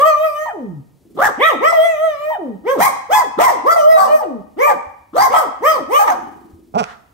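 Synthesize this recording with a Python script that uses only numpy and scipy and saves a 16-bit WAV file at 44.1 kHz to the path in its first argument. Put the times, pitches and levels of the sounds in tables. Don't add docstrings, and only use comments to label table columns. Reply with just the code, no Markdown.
import sys
import numpy as np
from scipy import signal
from scipy.fft import rfft, irfft, next_fast_len
from scipy.io import wavfile
from scipy.ndimage import uniform_filter1d, minimum_filter1d, map_coordinates

SR = 44100
rng = np.random.default_rng(int(sys.argv[2]) if len(sys.argv) > 2 else 0)


def pcm_store(signal):
    levels = np.round(np.clip(np.atleast_2d(signal), -1, 1) * 32767)
    wavfile.write(sys.argv[1], SR, levels.astype(np.int16).T)


N = 314433
TOP_HZ = 15730

# (start [s], length [s], first pitch [Hz], middle pitch [Hz],
# last pitch [Hz], level [dB], octave level [dB])
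SQUEAL_ARCHES = [ (0.459, 0.059, 962, 878.4, 652, -24, -37.5), (2.306, 0.065, 943, 892, 625, -22, -39.5),
                 (2.808, 0.076, 861, 1042, 1091, -12, -19), (3.151, .075, 1012, 1025, 951, -12.5, -28.5),
                 (3.399, 0.1, 838, 1034, 845, -9.5, -23), (3.967, 0.083, 747, 773.6, 762, -10, -26),
                 (4.206, 0.036, 900, 811, 650, -22, -52), (4.667, 0.061, 997, 864.4, 737, -12.5, -25),
                 (5.205, .068, 900, 1089, 925, -12.5, -25.5), (5.341, 0.1, 796, 773, 715, -20, -28.5),
                 (5.993, 0.052, 835, 795, 890, -11.5, -26.5), (6.077, .05, 938, 806, 717, -12.5, -24), ]


def amp(db):
    return 10 ** (np.asarray(db) / 20)


def unit(x):
    return x / np.sqrt(np.mean(x ** 2) + 1e-20)


def along(points, hz):
    f, v = np.transpose(points)
    return np.interp(np.log(hz + 1), np.log(f + 1), v)


def controls(rows, fade=.008):
    s, *columns = np.transpose(rows)
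    first = max(int((s[0] - fade) * SR), 0)
    last = min(int((s[-1] + fade) * SR), N)
    at = np.arange(first, last)
    t = at / SR
    gate = np.clip(np.minimum(t - s[0], s[-1] - t) / fade + 1, 0, 1)
    return at, gate, [np.interp(t, s, column) for column in columns]


def wobble(rate, at):
    knots = rng.standard_normal(8192)
    return map_coordinates(knots, [at * rate / SR], mode="wrap")


def filtered(x, response):
    m = next_fast_len(N + 8192)
    return irfft(rfft(x, m) * response(np.fft.rfftfreq(m, 1 / SR)), m)[..., :N]


def noise(spectrum, alike=0):
    a, b = filtered(rng.standard_normal((2, N)), lambda hz: amp(along(spectrum, hz)))
    turn = np.arccos(np.clip(alike, 0, 1)) / 2
    return unit(np.cos(turn) * a + np.sin(turn) * np.array([b, -b]))


def cycles(hz, rough, at, jitter, jitter_rate):
    glide = uniform_filter1d(hz, size=500, mode="nearest")
    scattered_hz = glide * (1 + jitter * rough * wobble(jitter_rate, at))
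    return 2 * np.pi * np.cumsum(scattered_hz) / SR


def partial(phase, ports):
    return np.sqrt(2) * np.cos(phase + np.array([ports, -ports]) / 2)


def port_phase(at, hz):
    # (time [s], phase [rad])
    phase_points = [(.2, 1.03), (1.2, 0.5), (1.72, 2), (1.9, 0.81), (2.2, 1.1), (3.15, 1.17), (3.8, 2.23),
                    (4.6, 2.57), (5.2, 1.2), (5.35, 1.88), (5.7, 0.89), (6.03, 2.86)]
    return np.interp(at / SR, *np.transpose(phase_points)) * hz / 620


def blend(tone, hiss, share):
    share = np.clip(share, 0, .95)
    return np.sqrt(1 - share) * tone + np.sqrt(share) * hiss


def voices():
    # (start [s], rise [s], fall [s],
    # first pitch [Hz], top pitch [Hz], bend of the rise [1 straight, 3 quick], fundamental [dB],
    # octave [dB], mouth overtones [dB], rasp [dB], extra level at the end of the fall [dB],
    # roughness rising [0-1], roughness falling [0-1])
    bark_rows = [ (1.172, 0.086, 0.051, 343.2, 889, 1.35, -9.5, -9.5, -22, -26.5, -3.5, 0.51, .55),
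                 (1.382, 0.092, 0.094, 235.4, 659, 2.26, -10, -9, -2, -30.5, 4, 0.039, .15),
                 (1.599, 0.11, 0.0027, 248.2, 669, 2.93, -10, -11, -11, -32, 0, 0.017, .08),
                 (2.642, 0.091, 0.053, 293.3, 549, 2.58, -11.5, -19, -17, -38, 11, 0.034, .12),
                 (2.776, .072, 0.099, 388.6, 847.4, 2.11, -4, -17, -11, -14.5, -26.5, 0.32, .3),
                 (3.097, 0.073, 0.12, 462, 855.5, 3.65, -5.5, -16.5, -15, -22, -14.5, .15, .3),
                 (3.38, 0.069, 0.15, 245.5, 817.6, 2.97, -4, -21, -12, -20, -13, 0.52, 0.35),
                 (3.642, 0.092, 0.0028, 265.6, 676, 3, -8, -6, -18, -28, 0, 0.082, .04),
                 (3.95, 0.064, 0.15, 460.5, 580.3, 3.06, -16, -8, -27, -26, -12, 0.3, .35),
                 (4.57, .115, .085, 289.8, 599, 3.1, -9.5, -14.5, -11.5, -30, -7.5, 0.032, 0.53),
                 (5.138, 0.11, 0.058, 300.7, 812.5, 2.95, -5, -19.5, -30, -22, -17.5, 0.33, .35),
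                 (5.29, 0.092, .11, 420.7, 649.3, 2, -12, -11.5, -14.5, -27, -3.5, .35, .2),
                 (5.612, .1, 0.12, 284.5, 640, 3, -11.5, -11, -13, -27, -1, 0.061, .4),
                 (5.882, 0.13, 0.098, 254, 625.6, 2.52, -12.5, -10.5, -15, -25, -1.5, 0.088, .4),
                 (6.06, 0.044, 0.054, 370.7, 506, 2.9, -40, -16.5, -21.5, -32.5, 3, 0.66, .7), ]
    # (time [s], pitch [Hz], fundamental [dB], octave [dB],
    # mouth overtones [dB], rasp [dB])
    whine_tables = [
        [(0, 538.4, -13, -20, -26, -34.5), (.03, 598.2, -14, -4.5, -23.5, -36),
         (.08, 647.2, -8.5, -20.5, -20.5, -31), (.15, 584.4, -26.5, -16.5, -33, -45.5),
         (.205, 621.3, -15.5, -45.5, -35, -44), (.25, 645, -13, -19.5, -24, -38),
         (.32, 583.8, -30.5, -33.5, -40.5, -46.5), (.43, 622.2, -20.5, -28.5, -26, -42.5),
         (.51, 611, -49, -46, -35, -59.5)],
        [(1.73, 676.7, -6.5, -56, -17, -38), (1.79, 630, -8, -43, -27.5, -39),
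         (1.86, 678.3, -5.5, -28, -18.5, -35.5), (1.91, 659, -12, -41, -23, -43.5),
         (1.97, 596.6, -25, -34.5, -35, -49), (2.05, 657.5, -8.5, -26.5, -30, -44.5),
         (2.11, 610, -21, -37, -30, -49.5), (2.17, 566.3, -30, -34, -38, -53),
         (2.3, 631.7, -16.5, -38, -29.5, -45), (2.35, 609, -33, -67, -30, -55)],
        [(3.765, 675, -4.5, -22, -22.5, -35.5), (3.82, 582.5, -14, -26.5, -36.5, -35),
         (3.87, 621.8, -3.5, -24, -36.5, -42.5), (3.915, 654.7, -3.5, -28.5, -22.5, -30.5),
         (3.97, 636, -1, -16.5, -19, -35.5)],
        [(4.08, 581.4, -19, -34, -33, -50), (4.15, 626.3, -2.5, -19.5, -26, -35.5),
         (4.2, 578.3, -39.5, -37.5, -42.5, -41.5), (4.24, 469, -22, -54, -36, -60.5)],
    ]
    # (start [s], length [s], first pitch [Hz], last pitch [Hz], level [dB])
    grumble_rows = [(.545, 0.27, 446.3, 128.6, -30), (2.396, .165, 404.3, 185, -26),
                    (2.779, 0.072, 277.3, 143.7, -29), (3.247, 0.0615, 421, 209, -48),
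                    (4.256, .15, 385, 190.8, -26.5)]
    # (frequency [Hz], relative level [dB])
    mouth_curve = [(200, -75.5), (1100, -39), (1550, 1.5), (1800, -0.5), (2100, 13.5), (2550, 0.5),
                   (2850, -7), (3250, -3.5), (3800, -18.5), (4400, -40), (5200, -40.5), (6500, -72.5)]
    # (frequency [Hz], relative level [dB])
    rasp_curve = [(300, -54), (2500, -24), (3750, -4), (4300, -4.5), (5000, -0.5), (6400, 2), (7100, -7),
                  (8200, 1.5), (9800, -8), (10700, -16), (12300, 3.5), (14500, -8.5), (15800, -2)]
    throat_curve = [(40, -53), (200, -22.0), (450, -42), (750, 7.5), (1250, 17.5), (1550, 0.5),
                    (1900, -12), (2300, -10.5), (3500, -5), (5500, -31.0)]
    throat_breath, rasp_breath = .6, .14
    opening_octaves_per_db = .004

    out = np.zeros((2, N))
    mouth_air, rasp_air, throat_air = noise(mouth_curve), noise(rasp_curve), noise(throat_curve)
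    calls = [bark(*row) for row in bark_rows]
    calls += [whine(rows) for rows in whine_tables]
    calls += [grumble(*row) for row in grumble_rows]
    for at, gate, hz, (first_db, octave_db, mouth_db, rasp_db), rough in calls:
        rough = np.clip(rough, 0, 1)
        ports = port_phase(at, hz)
        hz = hz * (1 + .05 * rough * np.tanh(2 * wobble(80, at)))
        phase = cycles(hz, rough + 0.028, at, jitter=0.082, jitter_rate=300)
        puffs = unit(1 + .5 * np.cos(phase))

        low = amp(first_db) * partial(phase, ports)
        low += amp(octave_db) * partial(2 * phase, -ports)
        low_size = np.hypot(amp(first_db), amp(octave_db))
        low += throat_breath * rough * low_size * puffs * throat_air[:, at]

        opening = 2 ** (opening_octaves_per_db * (mouth_db + 10.0))
        mouth_tone = overtones(phase, hz, mouth_curve, opening, flicker_db=7.5, count=20)
        mouth = blend(mouth_tone, puffs * mouth_air[:, at], rough)

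        rasp_tone = overtones(phase, hz, rasp_curve, np.ones(len(at)), flicker_db=8, count=40)
        rasp = blend(rasp_tone, puffs * rasp_air[:, at], rasp_breath + 0.7 * rough)

        flutter = amp(12 * rough * np.tanh(wobble(220, at)))
        flutter *= 1 + 0.29 * rough * np.cos(phase / 2)
        low_gain = amp(-1.0 - 1.5 * takeover(at))
        layers = low_gain * low + amp(mouth_db - 4.5) * mouth + amp(rasp_db - 1.5) * rasp
        out[:, at] += gate * flutter * layers
    return out


def bark(start, rise, fall, first_hz, top_hz, bend, first_db, octave_db, mouth_db, rasp_db,
         tail_db, rough_up, rough_down):
    # (depth of the attack
    # [dB], stage at which the fade begins [share of the rise], depth of the release [dB])
    layer_swells = [ (20.5, 0.44, 21), (29.8, 0.6, 22.5), (48, 0.58, 47), (43, 0.93, 34), ]
    sag_hz = 259
    attack_curve, release_curve = 1.375, 1.235
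    slack_rough = 0.13

    end = 2 if fall > .02 else 1
    at, gate, (stage,) = controls([(start, 0), (start + rise, 1), (start + rise + fall, end)])
    slack = np.clip(1 - stage, 0, 1) ** bend
    sag = np.sin(np.pi / 2 * np.clip(stage - 1, 0, 1) ** 1.15) ** 2
    hz = top_hz + (first_hz - top_hz) * slack + (sag_hz - top_hz) * sag
    levels = []
    for db, (attack_db, hold, release_db) in zip((first_db, octave_db, mouth_db, rasp_db), layer_swells):
        attack = attack_db * slack ** attack_curve
        release = release_db * np.clip((stage - hold) / (2 - hold), 0, 1) ** release_curve
        levels.append(db - attack - release + tail_db * sag)
    rough = np.interp(stage, [.9, 1.25], [rough_up, rough_down]) + slack_rough * slack
    return at, gate, hz, levels, rough


def whine(rows):
    at, gate, (hz, *levels) = controls(rows)
    return at, gate, hz, levels, 0.021


def grumble(start, length, first_hz, last_hz, db):
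    layer_offsets = [1.5, -3, -58, -44]
    fade_db, rough = 12.5, 0.041
    at, gate, (share,) = controls([(start, 0), (start + length, 1)], fade=.015)
    period = 1 / first_hz + (1 / last_hz - 1 / first_hz) * share ** .9
    levels = [db + layer_db - fade_db * share ** 2 for layer_db in layer_offsets]
    return at, gate, 1 / period, levels, rough


def overtones(phase, hz, spectrum, stretch, flicker_db, count):
    step = 32
    k = np.arange(3, 3 + count)[:, None]
    lines = k * hz[::step]
    knots = rng.standard_normal((count, 256))
    knot_times = np.arange(0, len(hz), step) / SR * 14
    grid = np.meshgrid(np.arange(count), knot_times, indexing="ij")
    drift = map_coordinates(knots, grid, mode="wrap")
    gain = amp(along(spectrum, lines / stretch[::step]) + flicker_db * drift) * (lines < TOP_HZ)
    gain = np.repeat(gain / np.linalg.norm(gain, axis=0), step, axis=1)[:, :len(hz)]
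    ports = rng.choice([-1, 1], size=count) * 1.44
    offsets = np.exp(1j * (2 * np.pi * rng.random(count) + np.array([ports, -ports]) / 2))
    angle = (k * (phase % (2 * np.pi))).astype(np.float32)
    in_phase = offsets.real @ (gain * np.cos(angle))
    quadrature = offsets.imag @ (gain * np.sin(angle))
    return np.sqrt(2) * (in_phase - quadrature)


def takeover(at):
    return sum(np.interp((at / SR - start) / length, [0, .25, .7, 1], [0, 1, 1, 0])
               for start, length, *_ in SQUEAL_ARCHES)


def squeals():
    attack_db, peak_share, release_db = 1.5, 0.66, 4
    out = np.zeros((2, N))
    for start, length, first_hz, middle_hz, last_hz, db, octave_db in SQUEAL_ARCHES:
        at, gate, (share,) = controls([(start, 0), (start + length, 1)], fade=0.004084)
        hz = np.polyval(np.polyfit([0, .5, 1], [first_hz, middle_hz, last_hz], 2), share)
        swell_db = np.interp(share, [0, peak_share, 1], [-attack_db, 0, -release_db])
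        phase = cycles(hz, 0.95, at, jitter=.026, jitter_rate=320)
        ports = 0.54 * port_phase(at, hz)
        tone = amp(db) * partial(phase, ports) + amp(octave_db) * partial(2 * phase, -ports)
        out[:, at] += gate * amp(swell_db + 2.44 * wobble(200, at)) * tone
    return out


def breaks():
    # (time [s], level [dB])
    cracks = [(.458, -21.5), (1.486, -21), (1.722, -14), (2.304, -27), (3.76, -18), (4.67, -16.5),
              (5.336, 4), (6.084, -17.5), (4.211, -30.5)]
    crack_curve = [(300, -41.5), (700, 15.5), (950, 10.5), (1300, 5.0), (1600, -45), (2000, -16.0),
                   (2900, -21.0), (9000, -32.5)]
    t60, onset = .09, 0.0022
    level, t = np.zeros(N), np.arange(SR // 10) / SR
    for s, db in cracks:
        level[round(s * SR):][:len(t)] += amp(db - 60 * t / t60) * (1 - np.exp(-t / onset))
    return level * noise(crack_curve, alike=0.24)


def woof():
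    # (time [s], pitch [Hz], level [dB], brightness against the body [dB])
    woof_rows = [(6.741, 109.4, -21.5, -28.5), (6.753, 192.7, -14.5, -18.5), (6.77, 227.4, -8, -37.5),
                 (6.788, 247.4, -19.5, -1), (6.805, 227, -13, -9), (6.82, 175.4, -14.5, -24),
                 (6.845, 123.6, -31, 13.5)]
    # (frequency [Hz], width [Hz], level [dB])
    resonances = [(180, 110, -8), (432, 31, -1), (719, 130, 3), (1435, 130, -0.5), (2530, 210, -4),
                  (3350, 710, -17), (5440, 1600, -15.5)]
    at, gate, (hz, db, bright_db) = controls(woof_rows, fade=0.0011)
    pulses = np.zeros(N)
    phase = cycles(hz, 0.83, at, jitter=0.027, jitter_rate=220)
    pulses[at] = np.diff(phase // (2 * np.pi), prepend=-1)
    pulses[at] += .015 * rng.standard_normal(len(at))

    def throat(f):
        return sum((-1) ** k * amp(g) * 1j * f * width / (centre ** 2 - f * f + 1j * f * width)
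                   for k, (centre, width, g) in enumerate(resonances))

    ring = filtered(pulses, lambda f: throat(f) / (1 + (f / 7500) ** 3))
    body = filtered(ring, lambda f: 1 / (1 + (f / 1050) ** 8))
    bright = ring - body
    out = np.zeros(N)
    out[at] = gate * amp(db) * (unit(body[at]) + amp(bright_db) * unit(bright[at]))
    return filtered(out, lambda f: np.array([amp(-6) * np.exp(-2j * np.pi * f * .0005), np.ones(len(f))]))


def moan():
    # (time [s], pitch [Hz], level [dB])
    hum_rows = [(3.8, 229.6, -57.5), (4.0, 223.6, -45), (4.22, 247, -55)]
    out = np.zeros((2, N))
    at, gate, (hz, db) = controls(hum_rows, fade=0.017)
    phase = cycles(hz, 0.87, at, jitter=0.0085, jitter_rate=9.5)
    out[:, at] = gate * amp(db) * partial(phase, port_phase(at, hz))
    return out


def growl():
    # (time [s], level [dB])
    growl_tables = [
        [(0.98, -59), (1.018, -51), (1.17, -29.5)],
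        [(6.15, -32), (6.702, -45), (6.72, -43)],
    ]
    # (frequency [Hz], relative level [dB])
    chest_curve = [(80, -20.5), (180, -9.5), (340, 8), (450, -12.5), (900, -39.5)]
    out, chest = np.zeros((2, N)), noise(chest_curve, alike=0.74)
    for rows in growl_tables:
        at, gate, (db,) = controls(rows, fade=0.055)
        phase = cycles(np.full(len(at), 22.), 0.4, at, jitter=0.067, jitter_rate=18)
        throb = unit(1 + .9 * np.cos(phase))
        out[:, at] += gate * amp(db - 5.5) * throb * chest[:, at]
    return out


def huff():
    # (time [s], level [dB])
    breath_rows = [(6.85, -40), (6.908, -35), (6.98, -57)]
    # (frequency [Hz], relative level [dB])
    nose_curve = [(700, -10.5), (1450, 3.5), (1900, -5.5), (2400, -10.5), (7000, -26), (14000, -45)]
    out = np.zeros((2, N))
    at, gate, (db,) = controls(breath_rows, fade=.025)
    out[:, at] = gate * amp(db - 1.0) * noise(nose_curve, alike=0.1)[:, at]
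    return out


def room(x, early_db, tail_db):
    # (frequency [Hz], time [s])
    decay_times = [(150, 0.67), (400, 0.49), (1040, 0.64), (2760, 0.75), (7280, 0.47), (14000, 0.18)]
    # (frequency [Hz], relative level [dB])
    tail_colour = [(150, -0.5), (1000, 1.5), (2000, -2.5), (3000, -3), (14000, 4.5)]
    hz, t, z = signal.stft(rng.standard_normal((2, SR)), SR, nperseg=256)
    decay = amp(along(tail_colour, hz)[:, None] - 60 * t / along(decay_times, hz)[:, None])
    build_up = 1 - np.exp(-t / 0.025)
    tail = signal.istft(z * decay * build_up, SR, nperseg=256)[1]
    answer = amp(tail_db) * tail / np.linalg.norm(tail[0])
    for side in answer:
        echoes = (rng.uniform(.003, .025, size=8) * SR).astype(int)
        side[echoes] += amp(early_db) * rng.choice([-1, 1], size=8)
    return signal.fftconvolve(x, answer, axes=1)[:, :N]


def paws():
    # (time [s], level [dB])
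    steps = [(4.868, -38), (6.534, -34.5)]
    out, t = np.zeros(N), np.arange(SR // 5) / SR
    for s, db in steps:
        envelope = amp(db - 60 * t / 0.15) * (1 - np.exp(-t / 0.0013))
        out[round(s * SR):][:len(t)] += envelope * np.sin(2 * np.pi * 85 * t)
    return out


def background():
    # (frequency [Hz], relative level [dB])
    air_curve = [(15, -46), (60, -6), (130, -13), (600, -24), (1500, -37.5), (15000, -41)]
    return amp(-57 + 0.83 * wobble(33, np.arange(N))) * noise(air_curve, alike=.85)


def scene():
    # (frequency [Hz], level [dB])
    room_modes = [(25, -6.5), (60, 1), (110, 4), (170, 2.5), (270, 1), (365, -4), (480, 0), (600, -1.5),
                  (1000, 0), (1300, 3.5), (1500, -4), (2000, 2), (2600, -5), (3200, -0.5)]
    dogs = voices() + squeals() + breaks() + moan() + growl() + huff()
    near = woof()
    heard = dogs + near + room(dogs + amp(-10) * near, early_db=-12.5, tail_db=-12.0)
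    coloured = filtered(heard, lambda hz: amp(along(room_modes, hz)))
    return coloured + paws() + background()


def record(dry):
    needed = 1 / np.maximum(np.abs(dry).max(axis=0), 1)
    gain = uniform_filter1d(minimum_filter1d(needed, size=441), size=441)
    return filtered(dry * gain, lambda hz: hz < TOP_HZ)


dry = scene()
out = record(dry)
pcm_store(out)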